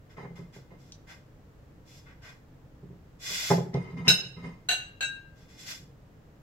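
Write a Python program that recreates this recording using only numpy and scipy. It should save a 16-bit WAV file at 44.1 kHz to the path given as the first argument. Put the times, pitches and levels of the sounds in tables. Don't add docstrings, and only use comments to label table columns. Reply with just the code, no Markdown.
import sys
import numpy as np
from scipy import signal
from scipy.fft import rfft, irfft, next_fast_len
from scipy.io import wavfile
from scipy.ndimage import uniform_filter1d

SR = 44100
rng = np.random.default_rng(int(sys.argv[2]) if len(sys.argv) > 2 else 0)


def persist_wave(psi):
    counts = np.round(np.clip(psi, -1, 1) * 32767).astype(np.int16)
    wavfile.write(sys.argv[1], SR, np.atleast_2d(counts).T)


N = 283111
RING = np.arange(32768) / SR
LEAD_S = 4 / SR


def amp(db):
    return 10 ** (np.asarray(db) / 20)


def unit(x):
    return x / np.sqrt(np.mean(x ** 2) + 1e-20)


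def blow(x):
    return x / np.sqrt(np.sum(x ** 2, -1, keepdims=True) * 10 / SR + 1e-20)


def read(points, hz):
    point_hz, value = np.transpose(points)
    return np.interp(np.log(hz + 1), np.log(point_hz), value)


def add(mix, start_s, sound):
    part = mix[:, round(start_s * SR):][:, :sound.shape[1]]
    part += sound[:, :part.shape[1]]


def band(x, hz, kind, order=2):
    sos = signal.butter(order, np.minimum(hz, SR / 2 - 100), kind, fs=SR, output="sos")
    return signal.sosfilt(sos, x)


def colour(x, spectrum, patchy_db=0):
    hz = np.fft.rfftfreq(len(RING), 1 / SR)
    smoother = signal.windows.hann(len(RING) // 320)
    ripple = unit(signal.fftconvolve(rng.standard_normal(len(hz)), smoother, "same"))
    db = read(spectrum, hz) + patchy_db * ripple * np.minimum(hz / 1500, 1)
    log_gain = np.log(amp(np.r_[db, db[-2:0:-1]]))
    response = np.fft.ifft(np.exp(signal.hilbert(log_gain).conj())).real
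    taps = response[:len(RING) // 8]
    return signal.fftconvolve(x, taps[None], axes=1)[:, :x.shape[1]]


def diffuse(size):
    # (frequency [Hz], left-right correlation)
    correlation = [(60, 0.93), (150, 1), (300, 0.75), (640, 0.5), (1400, 0), (3000, 0.087), (15000, 0)]
    n = next_fast_len(size)
    mid, side = rfft(rng.standard_normal((2, n)))
    alike = np.clip(read(correlation, np.arange(len(mid)) * SR / n), -1, 1)
    mid = mid * np.sqrt(1 + alike)
    side = side * np.sqrt(1 - alike)
    return unit(irfft([mid + side, mid - side], n)[:, :size])


def room(direct=0.18, late_db=-8.5, early_s=.045):
    # (frequency [Hz], t60 [s])
    room_t60 = [(150, 0.61), (400, 0.54), (1040, 0.42), (2760, 0.46), (7280, 0.32), (15000, 0.29)]
    hz, t, z = signal.stft(diffuse(len(RING)), SR, nperseg=256)
    late = np.clip(2 * t / early_s - 1, 0, 1)
    decay_db = 60 * np.maximum(t - early_s / 2, 0) / read(room_t60, hz)[:, None]
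    tail = signal.istft(z * amp(late * late_db - decay_db), SR)[1][:, :len(RING)]
    tail /= np.linalg.norm(tail[0])
    tail[[0, 1], [0, round(LEAD_S * SR)]] += direct
    return tail


def ring(hz, db, t60, pan_db=0, wet=1):
    hz, db, t60, pan_db = (np.reshape(c, (-1, 1, 1)) for c in (hz, db, t60, pan_db))
    t = np.maximum(RING - [[0], [LEAD_S]], 0)
    modes = np.sin(2 * np.pi * hz * t) * np.exp(-np.log(1000) * t / t60)
    modes[::2] *= -1
    echoes = signal.fftconvolve(modes[:, :1], room()[None], axes=2)[..., :len(RING)]
    gain = amp(db + pan_db * np.array([[.5], [-.5]]))
    return gain * blow(blow(modes) + wet * blow(echoes))


def friction(grain_db):
    slips = unit(uniform_filter1d(rng.standard_normal(N), size=50))
    return diffuse(N) * amp(grain_db * slips)


def stroke(start_s, rise_s, glide_s, db, release_t60, speed_power=1.53):
    t = np.arange(N) / SR - start_s
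    speed = np.sin(np.pi / 2 * np.clip(t / rise_s, 0, 1))
    stopped_s = np.maximum(t - rise_s - glide_s, 0)
    return amp(db) * speed ** speed_power * np.exp(-np.log(1000) * stopped_s / release_t60)


def slides(rows, release_t60):
    return np.sqrt(sum(stroke(*row, release_t60) ** 2 for row in rows))


def knocks(thud_db=0, lowest_hz=80, pan_db=-0.6, spot_db=2):
    # (time [s], level [dB], low-pass corner set by hardness [Hz], counter boom [dB])
    knock_rows = [(.178, -47, 2400, -3), (.229, -51.5, 1500, -6.5), (.246, -48, 1700, 2.5),
                  (0.305, -48, 250, -31), (.39, -44, 230, -4), (.56, -51.5, 507, 3.5),
                  (.713, -54.5, 680, -2.5), (2.829, -49, 238, -7), (2.903, -49, 189, -2.5),
                  (3.303, -52.5, 464, -8), (3.502, -27.5, 1680, -7), (3.509, -24, 1110, -10.5),
                  (3.578, -30.5, 517, 2), (3.744, -28.5, 450, 0.5), (3.934, -40.5, 120, -19),
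                  (3.997, -38, 180, -17), (4.075, -30, 305, -2.5), (4.366, -45.5, 124, -19),
                  (4.436, -44, 180, -21), (4.467, -47.5, 330, -6.5), (5.821, -55.5, 185, -1)]
    # (frequency [Hz], mean level [dB], t60 [s])
    body_modes = [(172, 4, .17), (190, -1, .13), (245, -10, .12), (302, -16, .1), (381, 0, .1),
                  (471, -2, .1), (560, -7, .09), (667, -10, .1), (833, -3, .12), (893, -8, .1),
                  (1010, -8, .07), (1065, -7, .1), (1243, -15, .1), (1760, -14, .08), (1943, -12, .08)]
    # (frequency [Hz], relative level [dB], t60 [s])
    counter_modes = [(81, -18, .35), (110, -8, .35), (134, 4, .33)]
    # (frequency [Hz], relative density [dB per Hz])
    thud_spectrum = [(50, -26), (140, 4.5), (250, -8), (420, -10.5), (700, 6.5), (950, -8), (1400, -3),
                     (2100, 3.5), (3200, -24), (7000, -40), (15000, -23.5)]
    out = np.zeros((2, N))
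    body = ring(*np.transpose(body_modes), wet=0.95)
    counter = ring(*np.transpose(counter_modes), wet=1.4).sum(0)
    spots = rng.standard_normal((len(knock_rows), len(body_modes)))
    for (start_s, db, hard_hz, boom_db), spot in zip(knock_rows, spots):
        modes = np.tensordot(amp(spot_db * spot), body, 1) + amp(boom_db) * counter
        thud = blow(colour(room(), thud_spectrum, patchy_db=2))
        dulled = band(modes + amp(thud_db) * thud, hard_hz, "low")
        add(out, start_s, amp(db) * blow(band(dulled, lowest_hz, "high", order=3)))
    return out * amp([[pan_db], [-pan_db]])


def clinks(wet=2.4):
    # (time [s], level of the cup [dB], crack re cup [dB])
    red_clinks = [(4.0805, -24.5, -3.5), (4.101, -37, -1.5)]
    # (time [s], level of the cup [dB], contact height [0 wall to 1 rim], crack re cup [dB])
    white_clinks = [(4.6875, -34, 0.12, 1), (4.711, -37, 0, 1), (5.0076, -37.5, 0.97, -3.5),
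                    (5.027, -39, 1, -14.5)]
    # (frequency [Hz], relative level [dB], t60 [s], left minus right [dB])
    red_cup = [(1476, -12, .13, 8), (1563, -18, .13, 4), (1619, -14, .17, 1), (2710, -4, .1, -1),
               (2916, -7, .12, 3), (3663, -19, .1, 4), (3814, -4, .1, 0), (3866, 1, .15, -3),
               (4075, -16, .15, 0), (4219, -15, .1, 1), (4423, -18, .1, 2), (5216, 0, .09, -1),
               (6379, -12, .12, 7), (6632, -12, .12, -2), (7694, -19, .16, 3), (8236, -23, .1, 10),
               (8334, -22, .16, 8), (10812, -23, .12, 7), (11125, -26, .15, 0), (12420, -20, .14, 0),
               (14125, -22, .17, 3), (15500, -28, .12, 0)]
    # (frequency [Hz], level struck on wall [dB], level struck on rim [dB], t60 [s],
    # left minus right [dB])
    white_cup = [(1485, -13, -11, .18, 4), (1540, -11, -18, .15, -2), (1596, -15, 0, .5, 1),
                 (1605, -16, 3, .15, 1), (2331, -22, -19, .15, 2), (2688, -11, -3, .14, 3),
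                 (2783, 0, -5, .17, -2), (3230, -19, -24, .12, 2), (3324, -15, -25, .1, 2),
                 (3842, -11, -4, .3, 0), (3922, 1, -14, .1, 0), (4045, -6, -9, .15, 3),
                 (4312, -16, -22, .15, 3), (5203, -27, -25, .28, 0), (6198, -9, -19, .14, 4),
                 (6645, -9, -13, .13, -1), (7373, -22, -35, .1, 0), (7778, -10, -15, .15, 3),
                 (8334, -22, -22, .17, 6), (9050, -24, -40, .1, 9), (10850, -22, -37, .1, 7),
                 (11860, -28, -28, .13, -2), (12140, -27, -35, .1, 1), (12373, -19, -34, .1, -1)]
    # (frequency [Hz], relative density [dB per Hz])
    crack_spectrum = [(200, -12), (700, 10), (1100, -6), (1550, 11), (2200, 3.5), (2800, 13.5), (3400, -1),
                      (4100, 15), (5000, -9.5), (6600, -4.5), (8400, -16.5), (9600, -44), (12300, -21),
                      (14000, -48.5)]
    out = np.zeros((2, N))
    for start_s, db, crack_db in red_clinks:
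        cup = ring(*np.transpose(red_cup), wet=wet).sum(0)
        crack = blow(colour(room(), crack_spectrum, patchy_db=4.0))
        add(out, start_s, amp(db) * (cup + amp(crack_db) * crack))
    hz, wall_db, rim_db, t60, pan_db = np.transpose(white_cup)
    for start_s, db, height, crack_db in white_clinks:
        mode_db = wall_db + height * (rim_db - wall_db)
        cup = ring(hz, mode_db, t60, pan_db, wet=wet).sum(0)
        crack = blow(colour(room(), crack_spectrum, patchy_db=5))
        add(out, start_s, amp(db) * (cup + amp(crack_db) * crack))
    return out


def rubs(level_db=2):
    # (start [s], speeding up [s], gliding [s], level before level_db [dB])
    rub_strokes = [(.165, 0.0091, 0.047, -50.5), (.355, 0.013, 0.011, -55.5), (.7, 0.011, 0.017, -62),
                   (3.728, .02, .008, -44), (3.79, .03, 0.09, -52), (3.96, 0.02, .015, -46.5),
                   (4.04, 0.039, .003, -37.5), (4.36, 0.017, 0.07, -53.5), (4.425, 0.028, .008, -46)]
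    # (frequency [Hz], relative density [dB per Hz])
    rub_spectrum = [(150, -30.5), (250, 4), (327, -19.5), (401, -7), (735, -16), (1060, -9.5), (1390, -23),
                    (2160, -12), (2550, -25.5), (3960, -29.5), (4760, -34), (14000, -57)]
    grit = unit(colour(friction(grain_db=1.0), rub_spectrum, patchy_db=7.0))
    return amp(level_db) * slides(rub_strokes, release_t60=0.4) * grit


def shuffles(hiss_db=-0.24, split_hz=2300):
    # (start [s], speeding up [s], gliding [s], hiss level before hiss_db [dB],
    # weight: scrape over that hiss level [dB])
    steps = [(.088, 0.023, .004, -67, 5.5), (.35, 0.017, .008, -60.5, -1), (.52, 0.031, .012, -58, -1.5),
             (.775, 0.035, 0.084, -67, -18), (1.062, 0.049, 0.0064, -55.5, 5.5),
             (1.84, 0.079, 0.067, -57.5, -14), (2.045, 0.043, 0.02, -72, 16), (2.21, 0.044, 0.043, -58, 6),
             (3.185, 0.17, .16, -33, -13), (5.34, 0.056, 0.051, -66, -6), (5.47, 0.041, .05, -61, -6),
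             (5.565, 0.041, .03, -49.5, -13), (5.637, 0.074, 0.0039, -38.5, -11.5)]
    # (frequency [Hz], relative density [dB per Hz])
    sole_spectrum = [(240, -58), (400, -16.5), (561, -11.5), (615, 0.5), (752, -9), (1160, -7),
                     (1390, -3.5), (1720, -5), (1980, 0.5), (2170, -3.5), (5550, -1.5), (7550, -6.5),
                     (8810, -18), (12000, -11.5), (15800, -22)]
    grit = colour(friction(grain_db=1.0), sole_spectrum, patchy_db=4.5)
    light = [(start_s, rise_s, glide_s, db) for start_s, rise_s, glide_s, db, _ in steps]
    heavy = [(start_s, rise_s, glide_s, db + weight_db)
             for start_s, rise_s, glide_s, db, weight_db in steps]
    hiss = slides(light, release_t60=0.31) * unit(band(grit, split_hz, "high", order=4))
    scrape = slides(heavy, release_t60=0.3) * unit(band(grit, split_hz, "low", order=4))
    return amp(hiss_db) * hiss + scrape


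def ticks(ping_db=-3, ping_t60=.04):
    # (time [s], level [dB], centre frequency [Hz])
    touches = [(.922, -56, 4860), (3.742, -57.5, 4483), (4.074, -45.5, 2300)]
    out = np.zeros((2, N))
    for start_s, db, hz in touches:
        spectrum = [(hz / 4, -30), (hz / 1.5, -3), (hz * 1.25, 0), (hz * 3, -45)]
        touch = colour(room(direct=1.4), spectrum, patchy_db=4)
        ping = ring([hz * .78, hz * 1.2], [-9, 0], [ping_t60] * 2, wet=.5).sum(0)
        add(out, start_s, amp(db) * blow(blow(touch) + amp(ping_db) * blow(ping)))
    return out


def room_tone(air_db=-53.5):
    # (frequency [Hz], relative density [dB per Hz])
    air_spectrum = [(12, -40), (20, -5.5), (145, -3.5), (221, -12.5), (335, -11.5), (365, -23.5),
                    (431, -13.5), (733, -23), (1890, -30), (2370, -35), (2720, -35.5), (3600, -39),
                    (7650, -43.5), (8790, -51.5), (15800, -44.5)]
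    # (frequency [Hz], rms level [dB])
    hum_tones = [(108, -78.5), (134, -67)]
    t = np.arange(N) / SR
    hum = sum(np.sqrt(2) * amp(db) * np.sin(2 * np.pi * (hz * t + rng.random())) for hz, db in hum_tones)
    air = colour(diffuse(N + len(RING)), air_spectrum)[:, -N:]
    return amp(air_db) * unit(air) + hum


def scene():
    return knocks() + clinks() + rubs() + shuffles() + ticks() + room_tone()


def record(dry, edge_hz=15850):
    taps = signal.firwin(511, edge_hz, window=("kaiser", 9), fs=SR)
    return signal.oaconvolve(dry, taps[None], "same")


dry = scene()
out = record(dry)
persist_wave(out)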